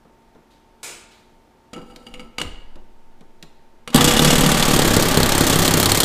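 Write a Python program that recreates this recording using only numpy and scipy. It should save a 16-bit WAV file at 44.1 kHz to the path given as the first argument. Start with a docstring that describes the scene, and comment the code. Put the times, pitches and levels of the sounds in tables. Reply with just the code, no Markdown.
"""In a garage, over outdoor air and a faint fan, a reciprocating saw is picked up; metal clashes far off.
Its blade taps and skids along a steel bar held in a vice, the shoe clanks down and the bench sways.
The trigger clicks, the motor whirs up, and from about 4 s the saw cuts at some 34 strokes a second:
each stroke knocks the steel, thumps the bench and drags the teeth through the cut.
The blade's ring changes as it sinks into the kerf."""
import sys
import numpy as np
from scipy import signal
from scipy.fft import rfft, irfft, next_fast_len
from scipy.io import wavfile

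SR = 44100
rng = np.random.default_rng(int(sys.argv[2]) if len(sys.argv) > 2 else 0)


def materialize(psi):
    """Save the field psi as 16-bit PCM at rate SR to the path in sys.argv[1].

    A 1-D psi becomes a single channel; in a 2-D psi each row is a channel.
    """
    bounded = np.clip(np.atleast_2d(psi).T, -1, 1)
    quanta = np.round(bounded * 32767).astype(np.int16)
    wavfile.write(sys.argv[1], SR, quanta)


N = 266364
TIME = np.arange(N) / SR
FIRST_BITE_S, SHOE_LANDS_S = 3.945, 2.445

# faders of the running saw: (time [s], motor [dB], gear noise [dB], bench shake [dB])
RUN_LEVELS = [(3.96, -16, -17, -37), (4.06, -22, -20, -18.5), (5.9, -18, -22, -26), (6.04, -21, -23.5, -27)]
# pace of the saw, sagging as the cut deepens: (time [s], rate [strokes/s])
STROKE_RATE = [(3.945, 31.72), (4.06, 29.63), (4.16, 36.53), (4.42, 37.34), (4.75, 36.13), (4.91, 33.78),
               (5.38, 33.97), (5.62, 32.67), (6.04, 34.98)]
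# extra-hard strokes, a few where the blade catches: (time [s], knock [dB], thump [dB])
HARD_STROKES = [(3.945, -11.5, -1), (3.959, -8.5, -14.5), (4.008, -15, -19), (4.075, -21, -23),
                (4.247, -10, -18), (4.965, -22, -7.5), (5.171, -18.5, -5.5), (5.2, -21.5, -13),
                (5.407, -14.5, -10), (6.002, -9, -26)]
# colour of teeth striking steel: (frequency [Hz], level [dB])
KNOCK_EQ = [(300, -4), (1200, 0.5), (2600, -5), (3900, 0.5), (5600, -3.5), (8400, 1.5), (10300, -4.5),
            (15000, -7.5)]
# colour of a dull thud: (frequency [Hz], level [dB])
THUD_EQ = [(30, 9.5), (90, -21.5), (160, 4), (250, 5.5), (500, -4), (900, -9)]
# ring of the blade when tapped: (frequency [Hz], width [Hz], gain [dB])
TAPPED_BLADE_MODES = [(1246, 23, 9), (2260, 63, 7.5), (2870, 84, 15), (4720, 46, 10), (6890, 76, 1.5),
                      (9580, 120, 1.5)]


def from_db(db):
    """Decibels to gain."""
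    return 10 ** (np.asarray(db) / 20)


def rms_one(x):
    """Scale to unit rms."""
    return x / np.sqrt(np.mean(x ** 2) + 1e-20)


def in_time(rows):
    """One automation curve per column after the time."""
    s, *columns = np.transpose(rows)
    return [np.interp(TIME, s, c) for c in columns]


def at_hz(points, hz):
    """Read a table on a log-frequency axis."""
    f, value = np.transpose(points)
    return np.interp(np.log(hz + 1e-3), np.log(f), value)


def lowpass(x, hz, order=2):
    """Butterworth low-pass."""
    return signal.sosfilt(signal.butter(order, hz, fs=SR, output="sos"), x)


def drift(hz):
    """Smooth random modulation of rms 1."""
    return rms_one(lowpass(rng.standard_normal(N + SR), hz)[SR:])


def scatter(count):
    """Random values of spread about 1, without outliers."""
    return np.clip(rng.standard_normal(count), -1.6, 1.6)


def noise(eq, grain_db=0):
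    """Coloured noise of rms 1; grain makes it a hail of unequal clicks."""
    white = rng.standard_normal(N) * from_db(grain_db * np.clip(rng.standard_normal(N), -3, 3))
    size = next_fast_len(N)
    hz = np.fft.rfftfreq(size, 1 / SR)
    spectrum = rfft(white, size) * from_db(at_hz(eq, hz)) * (hz > 10)
    return rms_one(irfft(spectrum, size)[:N])


def dull_noise(eq):
    """Noise of a soft, heavy body, with the treble rolled off."""
    return rms_one(lowpass(noise(eq), 1140, order=3))


def place(times, levels_db, shape):
    """Lay one shape at each time, each at its own level."""
    out = np.zeros(N + len(shape))
    for s, db in zip(times, levels_db):
        start = min(max(int(s * SR), 0), N)
        out[start:start + len(shape)] += from_db(db) * shape
    return out[:N]


def swell(rise_s, fall_s):
    """Envelope of one contact, height 1."""
    t = TIME[:SR]
    shape = (1 - np.exp(-(t / rise_s) ** 2)) * np.exp(-t / fall_s)
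    return shape / shape.max()


def resonate(x, modes):
    """The ring that a body's resonances add to the force driving them."""
    out = np.zeros(N)
    for hz, width, db in modes:
        r = np.exp(-np.pi * width / SR)
        poles = [1, -2 * r * np.cos(2 * np.pi * hz / SR), r * r]
        out += from_db(db) * (1 - r * r) / 2 * signal.lfilter([1, 0, -1], poles, x + 1e-18)
    return out


def garage(x, wet_db, build_s=0.0037):
    """Direct sound plus a diffuse tail that dies at its own pace in each octave."""
    # reverb decay: (frequency [Hz], t60 [s])
    decay = [(80, 0.84), (300, 0.84), (1200, 0.89), (3500, 0.69), (8000, 0.45), (15000, 0.35)]
    t, edges = TIME[:SR], np.geomspace(40, 18000, 10)
    tail = 0
    for low, high in zip(edges, edges[1:]):
        octave = signal.butter(2, [low, high], "band", fs=SR, output="sos")
        band = signal.sosfilt(octave, rng.standard_normal(SR))
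        tail = tail + band * np.exp(-np.log(1000) * t / at_hz(decay, np.sqrt(low * high)))
    tail *= 1 - np.exp(-(t / build_s) ** 2)
    return x + from_db(wet_db) * signal.fftconvolve(x, tail / np.linalg.norm(tail))[:N]


def background(air_db=-55.5, waver_rad=0.21):
    """A bed of outdoor air through the open door and a faint fan."""
    # hum of the fan: (frequency [Hz], level [dB])
    fan_tones = [(231, -65), (366, -67.5), (905.5, -63.5)]
    # colour of the air: (frequency [Hz], level [dB])
    air_eq = [(12, -45), (20, -3), (54, -15.5), (133, -19.5), (238, -19), (333, -18), (362, -19),
              (631, -21.5), (881, -20.5), (1010, -26.5), (15500, -51)]
    hum = sum(from_db(db) * np.sqrt(2) * np.sin(2 * np.pi * hz * TIME + waver_rad * drift(6))
              for hz, db in fan_tones)
    return hum + from_db(air_db) * noise(air_eq)


def clash(trim_db=-6.0, ring_db=-3.5):
    """A piece of metal clashes with a bright, ringing rattle."""
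    # impacts: (time [s], level [dB])
    hits = [(.83, -26), (.846, -49), (0.874, -35.5)]
    # colour of the rattle: (frequency [Hz], level [dB])
    rattle_eq = [(71, -36), (120, -9.5), (286, -0.5), (923, -11), (1700, -7.5), (2290, -5.5), (3800, -8),
                 (6820, -3.5), (10000, -9.5), (15000, -19)]
    # ring of the metal: (frequency [Hz], width [Hz], gain [dB])
    metal_modes = [(2420, 330, 4.3), (6820, 110, 2.4), (7840, 460, 1), (8960, 630, 3.9)]
    s, level = np.transpose(hits)
    rattle = place(s, level + trim_db, swell(rise_s=0.0008, fall_s=0.017)) * noise(rattle_eq, grain_db=2)
    return rattle + from_db(ring_db) * resonate(rattle, metal_modes)


def handling():
    """Plastic parts click and knock without ringing; cloth brushes softly."""
    # grip, switch and housing of the saw: (time [s], click [dB], thud [dB])
    touches = [(0.048, -71, -46.5), (0.348, -61, -45), (1.96, -36, -43), (2.756, -49, -42),
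               (3.208, -50.5, -46), (3.426, -34, -44.5), (3.903, -34.5, -43)]
    # sleeves brushing: (time [s], level [dB])
    rustles = [(.5, -60), (1.105, -54), (1.17, -73)]
    # colour of plastic and cloth: (frequency [Hz], level [dB])
    click_eq = [(150, -12), (700, -2), (2600, 2), (3900, 5.5), (5500, -3), (8500, -7), (15000, -18)]
    s, click, thud = np.transpose(touches)
    clicks = place(s, click, swell(rise_s=0.00014, fall_s=0.0053))
    cloth = place(*np.transpose(rustles), swell(rise_s=0.0075, fall_s=0.081))
    thuds = place(s, thud, swell(rise_s=0.0048, fall_s=0.027))
    return (clicks + cloth) * noise(click_eq) + thuds * dull_noise(THUD_EQ)


def sway(shake_db=-3.0, rock_db=-33, rock_hz=9.6, settle_s=1.0, bump_db=-31, bump_hz=72):
    """Low end: the bench trembles when pushed, bumps and rocks as the shoe lands, shakes under the saw."""
    # pushes on the bar: (time [s], level [dB])
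    pushes = [(1.76, -42), (2.103, -36.5), (2.445, -27.5)]
    # rumble of the bench: (frequency [Hz], level [dB])
    shake_eq = [(11, 15), (20, -3), (26, 3), (34, 2), (52, -3), (400, -90)]
    age = np.maximum(TIME - SHOE_LANDS_S, 0)
    rocking = from_db(rock_db) * np.sin(2 * np.pi * rock_hz * age) * np.exp(-age / settle_s)
    bump = place([SHOE_LANDS_S], [bump_db], swell(rise_s=0.0072, fall_s=0.041))
    bump *= np.sin(2 * np.pi * bump_hz * age)
    tremble = place(*np.transpose(pushes), swell(rise_s=0.0068, fall_s=0.25))
    running = np.clip((TIME - FIRST_BITE_S) / 0.05, 0, 1) * from_db(in_time(RUN_LEVELS)[2] + shake_db)
    shake = noise(shake_eq)
    return rocking + bump + tremble * lowpass(shake, hz=17, order=1) + running * lowpass(shake, hz=41)


def bar_ring():
    """The steel bar flexes and booms after one blow."""
    # bending modes: (frequency [Hz], level [dB], t60 [s])
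    bar_modes = [(238.3, 0, 0.3), (267, -3, 0.16), (493.6, -1, 0.58), (791, -7.5, 0.32), (1320, -2.5, 0.13)]
    t = TIME[:SR]
    return sum(from_db(db) * np.sin(2 * np.pi * hz * t) * np.exp(-np.log(1000) * t / t60)
               for hz, db, t60 in bar_modes)


def slide(from_s=1.74, to_s=2.29, fade_s=0.021, scrape_db=-68, ring_db=10, boom_db=-49.5, snag_db=2.5):
    """Teeth skid lightly along the bar to find the mark, keeping blade and bar ringing between taps."""
    contact = np.clip(np.minimum(TIME - from_s, to_s - TIME) / fade_s, 0, 1)
    skid = contact * rms_one(from_db(snag_db * drift(45))) * noise(KNOCK_EQ, grain_db=5)
    ring = from_db(ring_db) * resonate(skid, TAPPED_BLADE_MODES)
    bar = bar_ring()
    boom = signal.fftconvolve(contact * rng.standard_normal(N), bar / np.linalg.norm(bar))[:N]
    return from_db(scrape_db) * (skid + ring) + from_db(boom_db) * boom


def taps(ring_db=2.5, slip_db=-18.5, body_db=-4.5, scrape_db=-3.5):
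    """Each touch cracks and sets the bar booming; the teeth chatter, then slip, and the blade rings."""
    # blade and shoe touching the bar: (time [s], crack [dB], chatter [dB], thud [dB])
    touches = [(1.732, -37.5, -35.5, -38), (1.763, -61, -46, -34.5), (1.9, -60, -48, -45),
               (2.066, -53, -39.5, -43), (2.139, -49, -40, -43.5), (2.195, -44, -40.5, -42),
               (2.382, -32, -22, -37), (2.4, -31.5, -34, -37.5), (2.415, -19, -56, -42),
               (3.876, -25.5, -36.5, -38)]
    # colour of the contact: (frequency [Hz], level [dB])
    crack_eq = [(150, 0), (500, 6), (1200, 3), (1700, 1.5), (2700, 4), (3800, 1.5), (5300, -6),
                (8000, -3.5), (15000, -20.5)]
    s, crack, chatter, thud = np.transpose(touches)
    cracks = place(s, crack, swell(rise_s=0.0002, fall_s=0.005)) * noise(crack_eq, grain_db=1)
    thuds = place(s, thud + body_db, swell(rise_s=0.014, fall_s=0.044)) * dull_noise(THUD_EQ)
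    contact = place(s, chatter, swell(rise_s=0.0009, fall_s=0.0068))
    slip = place(s, chatter + slip_db, swell(rise_s=0.0081, fall_s=0.038))
    scrape = (contact + slip) * np.abs(drift(137)) * noise(crack_eq)
    ring = from_db(ring_db) * resonate(scrape, TAPPED_BLADE_MODES)
    return cracks + thuds + place(s, thud, bar_ring()) + from_db(scrape_db) * scrape + ring


def crank():
    """Turns of the crank since the first bite."""
    return np.cumsum(in_time(STROKE_RATE)[0] * (TIME >= FIRST_BITE_S)) / SR


def kerf_hold():
    """How much of the blade the kerf holds as it sinks in."""
    # grip of the kerf: (time [s], share held [0-1])
    grip = [(3.9, 0), (4.45, 0.24), (4.9, 1), (6.04, 0.88)]
    return in_time(grip)[0]


def strokes(jitter_s=0.00085):
    """One stroke per turn of the crank, as strong as the feed: times, bite dB, thump dB, share held."""
    # how hard the saw is leaned into the cut: (time [s], bite [dB], bench thump [dB])
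    feed = [(3.97, -8, -18), (4.05, 3, -8), (4.11, -2, -18.5), (4.25, -0.5, -10), (4.44, -2.5, -12.5),
            (4.6, -0.5, -19.5), (4.7, 2.5, -13), (4.9, 1.5, -10), (5.04, 1.5, -17.5), (5.27, -1.5, -16.5),
            (5.37, 2, -17.5), (5.55, 3, -12.5), (5.78, 2.5, -14), (6.02, 3.5, -19)]
    turns = crank()
    at = np.searchsorted(turns, np.arange(1, turns[-1]))
    bite, thump = in_time(feed)
    return TIME[at] + jitter_s * scatter(len(at)), bite[at], thump[at], kerf_hold()[at]


def motor(body_db=-8.0, whir_db=-1.0, spin_up_s=0.019, load_db=2.0, idle_db=-11.5):
    """The gears whir up just before the bite, then run under the strokes, labouring once a turn."""
    # colours of the motor's rumble and the gears' whir: (frequency [Hz], level [dB])
    rumble_eq = [(30, -25), (75, 2.5), (160, -4.5), (300, -2.5), (700, -16)]
    whir_eq = [(200, -32), (600, 2), (1900, 2), (2500, -3), (3400, 0), (5500, -9), (8000, -13),
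               (15000, -21)]
    # gear resonances: (frequency [Hz], width [Hz], gain [dB])
    gear_modes = [(599, 47, 2), (803, 150, 0), (1158, 36, 6), (3180, 53, -1.5)]
    motor_db, gear_db, _ = in_time(RUN_LEVELS)
    effort = (TIME > FIRST_BITE_S) * from_db(load_db * np.cos(2 * np.pi * crank() - 1.1))
    idle = from_db(idle_db) * np.sqrt(np.clip(1 + (TIME - FIRST_BITE_S) / spin_up_s, 0, 1))
    whir = noise(whir_eq)
    whir = rms_one(whir + resonate(whir, gear_modes))
    rumble = effort * from_db(motor_db + body_db) * dull_noise(rumble_eq)
    return rumble + np.maximum(effort, idle) * from_db(gear_db + whir_db) * whir


def bench(cuts, shove_db=4.5, lag_s=0.00453, push_s=0.00065, rattle_db=-12.5, spread_db=1.5):
    """Each stroke shoves vice and bench to and fro; their boom shifts once the blade is held."""
    # boom of bar and bench, blade free and blade held: (frequency [Hz], width [Hz], gain [dB])
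    free_modes = [(153.6, 6.4, 12.3), (187, 16, 2.8), (223.5, 59, 2.5), (487, 22, 12.4)]
    held_modes = [(99, 5.9, 10.2), (160, 6, 0.98), (367, 5.4, 1.7)]
    s, _, thump, _ = cuts
    kick_s, _, kick = np.transpose(HARD_STROKES)
    thump = np.r_[thump + spread_db * scatter(len(s)), kick]
    s = np.r_[s, kick_s]
    u = (TIME[:SR // 50] - lag_s) / push_s
    to_and_fro = -u * np.exp((1 - u * u) / 2)
    held = kerf_hold()
    shove = place(s, thump + shove_db, to_and_fro) * from_db(-4.0 * (1.5 - held))
    rattle = place(s, thump + rattle_db, swell(rise_s=0.0035, fall_s=0.017)) * dull_noise(THUD_EQ)
    force = shove + rattle
    return force + resonate(force * (1 - held), free_modes) + resonate(force * held, held_modes)


def blade(cuts, knock_db=-17.0, rasp_db=-17.0, seated_db=-6, return_db=-4.0, snag_db=0.5,
          pull_lag_s=0.00072, knock_spread_db=4, rasp_spread_db=2.5, tilt_spread_db=3.5):
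    """The teeth slam in with a squeak, rasp and snag through the cut, and drag back more lightly."""
    # squeaks of the teeth; ring of the blade, free and held: (frequency [Hz], width [Hz], gain [dB])
    squeaks = [(3580, 400, -4.5), (3880, 1440, -6), (8200, 390, -5)]
    free_modes = [(2880, 170, 6), (3390, 180, 5.5), (4660, 45, 5), (5230, 21, 8), (7930, 22, 7),
                  (9200, 23, 8), (9540, 23, 13), (11340, 35, 13.5), (12300, 53, 7)]
    held_modes = [(3210, 49, 1), (4320, 190, -2.5), (7470, 87, -12), (8830, 46, -2), (9190, 37, 5),
                  (11370, 100, 4), (12400, 140, 3), (14230, 220, 4)]
    # colour of teeth dragging through steel: (frequency [Hz], level [dB])
    rasp_eq = [(200, -39), (500, 9), (1100, 0.5), (2400, 3.5), (3800, 2), (5600, 3), (7200, 6),
               (10500, -4.5), (15000, -7.5)]
    s, bite, _, seated = cuts
    kick_s, kick, _ = np.transpose(HARD_STROKES)
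    # a hard knock skips over the steel and rasps less; a seated blade rasps less too
    hardness = scatter(len(s))
    knock = bite + knock_db + knock_spread_db * hardness
    skip = (hardness + scatter(len(s))) / np.sqrt(2)
    rasp = bite + rasp_db + seated_db * seated - rasp_spread_db * skip
    slam = place(np.r_[s, kick_s], np.r_[knock, kick], swell(rise_s=0.00044, fall_s=0.0034))
    slam *= noise(KNOCK_EQ, grain_db=-5.5)
    # no two bites catch alike, so each favours other squeaks
    slam += sum(resonate(slam * 2 * np.clip(drift(43), 0, 1), [mode]) for mode in squeaks)
    pull = place(s + pull_lag_s, rasp, swell(rise_s=0.0047, fall_s=0.0076))
    half_turn_s = 0.5 / np.interp(s, *np.transpose(STROKE_RATE))
    back = place(s + half_turn_s, rasp + return_db, swell(rise_s=0.002, fall_s=0.0043))
    snags = rms_one(from_db(snag_db * drift(770)))
    force = slam + np.hypot(pull, back) * snags * noise(rasp_eq)
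    # the treble flickers from stroke to stroke
    tilt_db = np.interp(TIME, s, tilt_spread_db * scatter(len(s)))
    dull = lowpass(force, hz=6000, order=1)
    force = dull * from_db(-tilt_db / 2) + (force - dull) * from_db(tilt_db / 2)
    # the walls of the kerf damp the blade and shift its resonances
    held = kerf_hold()
    return force + resonate(force * (1 - held), free_modes) + resonate(force * held, held_modes)


def scene():
    """Mono mix: saw and bench are close; the far clash is mostly room."""
    cuts = strokes()
    saw = garage(blade(cuts) + motor(), wet_db=-16.0) + garage(bench(cuts), wet_db=-6.5)
    touches = garage(taps() + slide() + handling(), wet_db=-12.0)
    return (saw + touches + garage(clash(), wet_db=3.5) + sway() + background())[None]


def record(dry, cutoff_hz=15200):
    """Soft-clip the loudest peaks and cut the very top."""
    squashed = dry / (1 + dry ** 4) ** (1 / 4)
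    return signal.sosfilt(signal.ellip(10, 0.1, 80, cutoff_hz, fs=SR, output="sos"), squashed)


dry = scene()
out = record(dry)
materialize(out)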